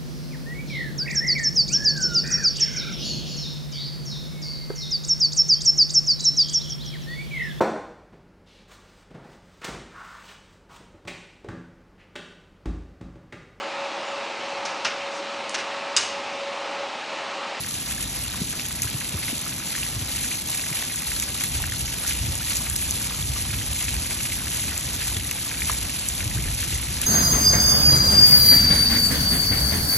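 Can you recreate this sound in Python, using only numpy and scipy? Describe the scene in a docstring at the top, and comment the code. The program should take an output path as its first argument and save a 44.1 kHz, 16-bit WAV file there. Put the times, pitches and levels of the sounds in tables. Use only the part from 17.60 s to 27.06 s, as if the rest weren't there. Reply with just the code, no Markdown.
"""Fountain jet on wet paving

A low jet breaks into clumps and keeps collapsing onto the tiles of a plaza. Impacts radiate as slaps,
patter and crackling spray; air trapped by the water resonates as bubbles and plops. A breeze buffets
the two microphones, and farther jets hiss over the low hum of the town."""
import sys
import numpy as np
from scipy import signal
from scipy.fft import rfft, irfft
from scipy.io import wavfile

SR = 44100
rng = np.random.default_rng(int(sys.argv[2]) if len(sys.argv) > 2 else 0)


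def output_pcm(signal):
    """Save a mono or channel-first signal as 16-bit PCM at the path in sys.argv[1].

    Samples are clipped to [-1, 1] before scaling.
    """
    pcm = np.clip(np.atleast_2d(signal).T, -1, 1) * 32767
    wavfile.write(sys.argv[1], SR, np.round(pcm).astype(np.int16))


N = 417186
TIME = np.arange(N) / SR
HZ = np.fft.rfftfreq(N, 1 / SR)

# even fall of water from the near jet: time_s, level_db
EVEN_FALL = [(0, -35.0), (1.8, -34.5), (4.5, -33), (5.7, -32.5), (9.46, -32.5)]
# the top of the column coming down in one splash: centre_s, level_db, length_s
COLUMN_COLLAPSES = [(0.43, -33.5, 0.04), (0.91, -35.5, 0.05), (1.24, -33.0, 0.04), (1.689, -33.5, 0.09),
                    (2.16, -35.5, 0.14), (2.54, -32, 0.07), (2.66, -32.5, 0.14), (2.97, -34.0, 0.14),
                    (3.2, -34.5, 0.1), (3.58, -34.0, 0.1), (3.82, -31.0, 0.08), (3.959, -34.0, 0.04),
                    (4.5, -29.5, 0.07), (4.92, -32.5, 0.12), (5.205, -34.0, 0.07), (5.29, -34.5, 0.05),
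                    (5.44, -33.0, 0.05), (6.2, -32.0, 0.07), (6.335, -33.5, 0.03), (6.51, -34.5, 0.05),
                    (6.66, -32.0, 0.025), (6.75, -34.0, 0.06), (7.0, -32.5, 0.1), (7.47, -32.5, 0.11),
                    (8.105, -30.0, 0.05), (9.03, -33.5, 0.09), (9.43, -31.5, 0.05)]


def falling_water():
    """Incoherent sources add in power: the level (dB) of the even fall plus a swell per collapse."""
    swells = sum(amp(db) ** 2 * np.exp(-(2 * (TIME - s) / length) ** 2)
                 for s, db, length in COLUMN_COLLAPSES)
    return 10 * np.log10(amp(curve(EVEN_FALL, TIME)) ** 2 + swells)


def clumps(per_s=130, drain_s=0.004, even_share=0.68):
    """Shot noise in the flow (dB): each clump of water arrives at once and drains exponentially."""
    arrivals = (rng.random(N) < per_s / SR) * rng.uniform(.5, 2, N)
    water = signal.lfilter([1], [1, -np.exp(-1 / (drain_s * SR))], arrivals)
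    return 10 * np.log10(even_share + (1 - even_share) * water / water.mean())


# big lumps of water hitting the tiles: start_s, level_db, pitch_hz
BIG_LUMPS = [(0.9949, -17, 2670), (1.4134, -23.5, 1780), (1.6271, -20.5, 1940), (1.6817, -20, 2250),
             (2.1518, -20, 2000), (2.1813, -22, 2040), (2.231, -19, 2770), (2.7143, -19, 2270),
             (2.9948, -22, 2400), (3.1276, -23, 2420), (3.2241, -23, 2040), (3.5168, -20.5, 2000),
             (3.6261, -19, 2300), (3.8375, -17, 2100), (4.0394, -22, 1680), (4.1207, -22, 1780),
             (4.5089, -17, 2550), (4.8816, -21, 2240), (6.1591, -22.5, 2180), (6.2108, -23, 2650),
             (6.2821, -15, 2600), (6.5085, -30, 2200), (6.6543, -21, 2540), (6.7203, -17, 2390),
             (6.9847, -27, 2260), (7.4183, -19.5, 1960), (7.7114, -19, 2740), (8.0198, -17.5, 2200),
             (8.1273, -23, 2150), (8.6054, -17.5, 2300)]


def slaps(lumps):
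    """Liquid impact: a lump cracks on stone, expels the air beneath it and traps a little that rings."""
    s, db, hz = np.transpose(lumps)
    crack = bursts(s, db - 12, 2 * hz, decay_s=0.00041, octaves=2.0, size=256)
    knock = np.outer([1, 0], knocks(s, db - 3, 0.9 * hz, cycles=1.4, glide=0.14, size=512))
    ring = rings(s, db - 14, hz, cycles=7.2, glide=0.04, size=2048)
    splat = bursts(s, db - 10.5, hz, decay_s=10 / hz, octaves=0.65, size=2048)
    spatter = bursts(s, db - 17, np.full(len(s), 7000), decay_s=0.024, octaves=0.59, size=2048)
    return crack + knock + ring + splat + spatter


def gurgles(max_lag_s=0.024, per_lump=3):
    """Fragmentation: each big lump sheds bubbles that resonate just after it at other pitches."""
    s, db, lump_hz = np.repeat(BIG_LUMPS, per_lump, axis=0).T
    lag, pitch = rng.random((len(s), 2)).T
    hz = lump_hz * 2 ** (0.65 * (2 * pitch - .7))
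    return rings(s + max_lag_s * lag, db - 13, hz, cycles=6.5, glide=0.046, size=1536)


def small_lumps(flow_db, low_hz=2000, high_hz=3600):
    """Jet breakup drops lesser lumps at random: rows of start_s, level_db, pitch_hz."""
    s, db, rank = landings(flow_db, per_s=8.3, spread_db=-2.2)
    return np.transpose([s, db - 30, low_hz * (high_hz / low_hz) ** rank])


# spectrum of fine spray on stone: frequency_hz, density_db
SPRAY_SPECTRUM = [(400, -14), (1200, -22), (2200, -2.5), (3600, -2), (5000, -5), (7000, -2), (9000, 2),
                  (10800, 3), (15500, -25.5)]


def spray(flow_db):
    """Superposed impacts: drops crackle, clumps spatter and the finest merge into a surging hiss."""
    s, db, rank = landings(flow_db, per_s=480, spread_db=-1.0)
    drops = bursts(s, db, 3500 + 9000 * rank, decay_s=0.0009, octaves=0.76, size=128)
    s, db, rank = landings(flow_db, per_s=30, spread_db=-1.0)
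    spatter = bursts(s, db, 5000 + 7000 * rank, decay_s=0.018, octaves=0.24, size=2048)
    mist = coloured(noise(), SPRAY_SPECTRUM) * amp(flow_db)
    grains = amp(-2) * coloured(drops, SPRAY_SPECTRUM) + amp(-8) * coloured(spatter, SPRAY_SPECTRUM)
    return np.std(mist) * grains + amp(-3) * mist


def patter(flow_db, level_db=-44.0, centre_hz=2550):
    """Impact on a water film: small lumps pat and splat; low ones are rare, softer and longer."""
    s, db, rank = landings(flow_db, per_s=70, spread_db=1.1)
    octave = np.clip(0.376 * np.log(rank / (1 - rank)), -1.7, .7)
    hz = centre_hz * 2 ** octave
    db = db + 5 * np.minimum(octave, 0)
    pats = np.array([knocks(s, db, hz, cycles=1.47, glide=0.11, size=768, variety=0.9) for _ in range(2)])
    splats = bursts(s, db - 4, hz, decay_s=10.7 / hz, octaves=0.53, size=1024)
    return amp(level_db) * unit(pats + splats)


# single fast drops close by: start_s, level_db
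HARD_DROPS = [(1.085, -24), (1.2199, -13), (1.2324, -19), (2.9038, -18.5), (3.3590, -18), (3.5993, -16.5),
              (3.6239, -17.5), (3.8382, -15), (4.0208, -22), (4.4780, -17), (4.7535, -19), (4.8985, -21),
              (4.922, -20), (4.9565, -16), (4.9692, -16), (5.0987, -16.5), (5.1623, -14.5), (5.3093, -13),
              (6.3421, -20), (6.9453, -22), (7.1781, -17), (7.7118, -15.5), (8.1172, -19.5), (8.4868, -13),
              (9.4155, -14)]


def ticks(drops, centre_hz=8200):
    """Brief contact gives a bright spectrum: fast drops crack on bare tile and scatter."""
    s, db = np.transpose(drops)
    hz = np.full(len(s), centre_hz)
    crack = bursts(s, db + 2.5, hz, decay_s=0.001, octaves=0.45, size=512)
    scatter = bursts(s, db - 14, hz, decay_s=0.008, octaves=0.6, size=1024)
    return crack + scatter


def stray_drops(flow_db):
    """Splashing ejects lesser hard drops at random: rows of start_s, level_db."""
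    s, db, _ = landings(flow_db, per_s=26, spread_db=1.0)
    return np.transpose([s, db - 29])


def bubbles(flow_db, level_db=-47.0, low_hz=1500, high_hz=4600, tilt_db=6):
    """Bubble resonance: air caught under splashes rings; large, low bubbles are rarer and softer."""
    s, db, rank = landings(flow_db, per_s=80, spread_db=2.5)
    height = np.sqrt(rank)
    hz = low_hz * (high_hz / low_hz) ** height
    return amp(level_db) * unit(rings(s, db + tilt_db * height, hz, cycles=10.2, glide=0.025, size=1536))


# water falling into the puddle round the nozzle: start_s, level_db, pitch_hz
PUDDLE_PLOPS = [(0.744, -31.5, 1040), (1.1075, -27, 1390), (1.863, -29, 1290), (1.9993, -29.5, 1350),
                (4.806, -29, 1410), (5.5076, -29, 1240), (5.7618, -29.5, 1090), (7.9127, -22.5, 1470),
                (8.0955, -18, 1080)]


def plops():
    """Air entrainment: water splats into the puddle and traps a large pocket that rings briefly."""
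    s, db, hz = np.transpose(PUDDLE_PLOPS)
    splat = bursts(s, db - 7, 1.4 * hz, decay_s=0.007, octaves=0.65, size=2048)
    knock = np.outer([1, 0], knocks(s, db - 2.5, 0.964 * hz, cycles=2.1, glide=0.082, size=2048))
    ring = rings(s, db - 11, hz, cycles=7, glide=0.023, size=3072)
    return splat + knock + ring


# light air between gusts: time_s, level_db
LIGHT_BREEZE = [(0, -62), (3.3, -67), (5, -37.5), (9.46, -38.5)]
# gusts of wind: peak_s, level_db, fade_s
WIND_GUSTS = [(0.28, -40, 0.53), (0.62, -39, 0.083), (2.27, -38.5, 0.3), (3.58, -37.5, 0.1),
              (3.98, -31, 0.28), (4.6, -33, 0.17), (5.63, -31, 0.3), (7.51, -40, 0.035), (8.63, -29, 0.29),
              (8.85, -37, 0.15)]


def moving_air(rise_s=0.062):
    """Power summation: the level (dB) of the breeze plus gusts that swell and fade exponentially."""
    gusts = 0
    for s, db, fade_s in WIND_GUSTS:
        before, after = np.minimum(TIME - s, 0), np.maximum(TIME - s, 0)
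        gusts += amp(db) ** 2 * np.exp(-(before / rise_s) ** 2 - after / fade_s)
    return 10 * np.log10(amp(curve(LIGHT_BREEZE, TIME)) ** 2 + gusts)


# spectrum of wind on the microphones: frequency_hz, density_db
WIND_SPECTRUM = [(15, -32), (35, -14), (55, 2.5), (85, -2.5), (130, -5), (200, -22), (400, -37.5),
                 (1500, -78)]
# dull buffets of air: start_s, level_db, initial_pitch_hz
WIND_BUFFETS = [(0.815, -20.5, 213), (1.247, -25, 112), (1.342, -24.5, 134), (1.537, -25.5, 170),
                (1.549, -24, 109), (1.726, -21, 265), (2.361, -26.5, 133), (2.414, -26, 111),
                (3.111, -28, 160), (3.942, -25, 83), (4.683, -25, 92), (7.563, -21.5, 96),
                (8.657, -19.5, 101), (8.761, -24, 88), (8.79, -24, 150), (8.853, -23.5, 72),
                (9.127, -24, 99)]


def wind(puff_hz=290):
    """Turbulent pressure at the microphones: a rumble, and thuds that open with a puff and sag in pitch."""
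    rumble = coloured(noise(), WIND_SPECTRUM) * amp(moving_air() - 1 + 1.67 * wander(top_hz=6.6))
    s, db, hz = np.transpose(WIND_BUFFETS)
    thuds = np.outer([1, 0], knocks(s, db, hz, cycles=1.0, glide=-0.26, size=4096, variety=0.081))
    puffs = bursts(s, db - 13, np.full(len(s), puff_hz), decay_s=0.01, octaves=0.4, size=4096)
    return rumble + thuds + puffs


# spectrum of the farther jets: frequency_hz, density_db
FAR_JET_SPECTRUM = [(100, -19), (450, 3.5), (800, 4.5), (1400, 2.5), (2500, 3.5), (5000, 5.5),
                    (10500, -4.5)]


def far_jets(level_db=-39):
    """Broadband noise: the splashing of distant jets merges into a slightly wavering hiss."""
    return amp(level_db + 1.36 * wander(top_hz=8.0)) * coloured(noise(), FAR_JET_SPECTRUM)


# spectrum of the town: frequency_hz, density_db
TOWN_SPECTRUM = [(20, -25), (55, -6.5), (120, 1.5), (190, -1.5), (265, -2.5), (340, -9), (480, -22),
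                 (1500, -28)]


def town(level_db=-41.0):
    """Ambient noise: the town is heard as a low, nearly steady hum."""
    return amp(level_db + wander(top_hz=6.3)) * coloured(noise(), TOWN_SPECTRUM)


def landings(flow_db, per_s, spread_db):
    """Random arrivals at a rate proportional to flow power: time (s), size (dB) and pitch rank (0-1)."""
    when, chance, rank = rng.random((int(per_s * N / SR), 3)).T
    fallen = np.cumsum(amp(flow_db) ** 2)
    size_db = -spread_db * np.log(np.maximum(chance, .025))
    return np.interp(when, fallen / fallen[-1], TIME), size_db, rank


def bursts(s, db, hz, decay_s, octaves, size):
    """Impact transients: bands of noise around hz with a sharp onset and an exponential decay."""
    age = np.arange(size) / SR / np.reshape(decay_s, (-1, 1))
    envelope = np.exp(-age) * (1 - np.exp(-20 * age))
    off_centre = np.log2((np.fft.rfftfreq(size, 1 / SR) + 1) / hz[:, None]) / octaves
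    white = rng.standard_normal((2, len(s), size))
    puffs = irfft(rfft(white) * np.exp(-.5 * off_centre ** 2)) * envelope
    energy_ratio = (envelope ** 2).sum(-1, keepdims=True) / (puffs ** 2).sum(-1, keepdims=True)
    puffs *= amp(db)[:, None] * np.sqrt(energy_ratio)
    return np.array([placed(s, channel) for channel in puffs])


def knocks(s, db, hz, cycles, glide, size, variety=0.14):
    """Pressure pulses: pushes of air of varied length that peak after about `cycles` and glide in pitch."""
    phase, length, bend = rng.random((len(s), 3)).T[:, :, None]
    cycles = cycles * np.exp(variety * (2 * length - 1))
    turns = hz[:, None] * np.arange(size) / SR
    envelope = amp(db)[:, None] * (turns / cycles * np.exp(1 - turns / cycles)) ** 2
    turns = turns * (1 + 2 * bend * glide * np.tanh(turns / cycles / 4)) + phase
    return placed(s, envelope * np.sin(2 * np.pi * turns))


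def rings(s, db, hz, cycles, glide, size):
    """Damped oscillation of trapped air: each pocket rises in pitch, with its own phase per channel."""
    turns = hz[:, None] * np.arange(size) / SR
    envelope = amp(db)[:, None] * np.exp(-turns / cycles) * (1 - np.exp(-2 * turns))
    turns = turns * (1 + glide * turns / cycles)
    phases = rng.random((len(s), 2)).T[:, :, None]
    return np.array([placed(s, envelope * np.sin(2 * np.pi * (turns + phase))) for phase in phases])


def placed(s, sounds):
    """Superposition: sums the rows of sounds into one track, each starting at its time s."""
    at = (np.maximum(s, 0) * SR).astype(int)[:, None] + np.arange(sounds.shape[1])
    return np.bincount(at.ravel(), sounds.ravel(), N)[:N]


def amp(db):
    """Decibels to amplitude ratio."""
    return 10 ** (np.asarray(db) / 20)


def unit(x):
    """Normalisation to rms 1."""
    return x / np.sqrt(np.mean(x ** 2) + 1e-20)


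def curve(rows, s):
    """Linear interpolation of a time curve at the times s."""
    return np.interp(s, *np.transpose(rows))


def across(points):
    """Interpolation of a table on a log frequency axis."""
    hz, value = np.transpose(points)
    return np.interp(np.log(HZ + 1), np.log(hz), value)


def coloured(x, spectrum):
    """Spectral shaping of x, at rms 1."""
    return unit(irfft(rfft(x) * amp(across(spectrum)), N))


def noise():
    """Two uncorrelated channels of white noise."""
    return rng.standard_normal((2, N))


def wander(top_hz):
    """Slow random modulation of rms 1, with rates up to about top_hz."""
    white = rfft(rng.standard_normal(N))
    return unit(irfft(white * HZ / (HZ + top_hz / 10) / (1 + (HZ / top_hz) ** 2), N))


def scene():
    """Common modulation: one uneven flow drives the random splashes; wind and background add to them."""
    flow_db = falling_water() + 0.6 * wander(top_hz=11) + clumps()
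    lumps_db = flow_db + 1.6 * wander(top_hz=15)  # lumps come down in bunches
    water = spray(flow_db) + patter(lumps_db) + bubbles(lumps_db)
    water = water + slaps(BIG_LUMPS) + slaps(small_lumps(lumps_db)) + gurgles() + plops()
    water = water + ticks(HARD_DROPS) + ticks(stray_drops(flow_db))
    return water + far_jets() + town() + wind()


# treble roll-off of the microphones: frequency_hz, gain_db
MICROPHONE_RESPONSE = [(11000, 2), (12000, 1.5), (13500, -5), (15500, -37)]
# likeness of the left and right channels: frequency_hz, coherence (0-1)
STEREO_COHERENCE = [(50, 0.96), (290, 0.84), (640, 0.74), (1200, 0.81), (1750, 1.0), (2400, 0.87),
                    (3300, 0.43), (4900, 0.75), (6000, 0.99), (7400, 0.74), (8500, 1.0), (9500, 1.0),
                    (11200, 0.87), (12200, 0.99)]
# phase by which the left channel leads the right: frequency_hz, lead_rad
STEREO_PHASE_LEAD = [(350, 0.05), (1100, 0.43), (1900, 0.02), (3100, 1.27), (4000, 0.37), (4500, 1.64),
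                     (5100, 4.3), (5800, 6.26), (6400, 6.58), (8400, 9.3), (9600, 9.6), (11600, 11.87),
                     (12100, 12.55)]


def record(dry, band_limit_hz=15500):
    """Partial coherence: the left and right channels are partly alike, offset in phase and band-limited."""
    left, independent = rfft(dry) * amp(across(MICROPHONE_RESPONSE))
    coherence = np.clip(across(STEREO_COHERENCE), 0, 1)
    lag = np.exp(-1j * across(STEREO_PHASE_LEAD))
    right = (coherence * left + np.sqrt(1 - coherence ** 2) * independent) * lag
    pair = irfft(np.array([left, right]), N)
    lowpass = signal.firwin(511, band_limit_hz, window=("kaiser", 9), fs=SR)
    return signal.oaconvolve(pair, lowpass[None], "same")


dry = scene()
out = record(dry)
output_pcm(out)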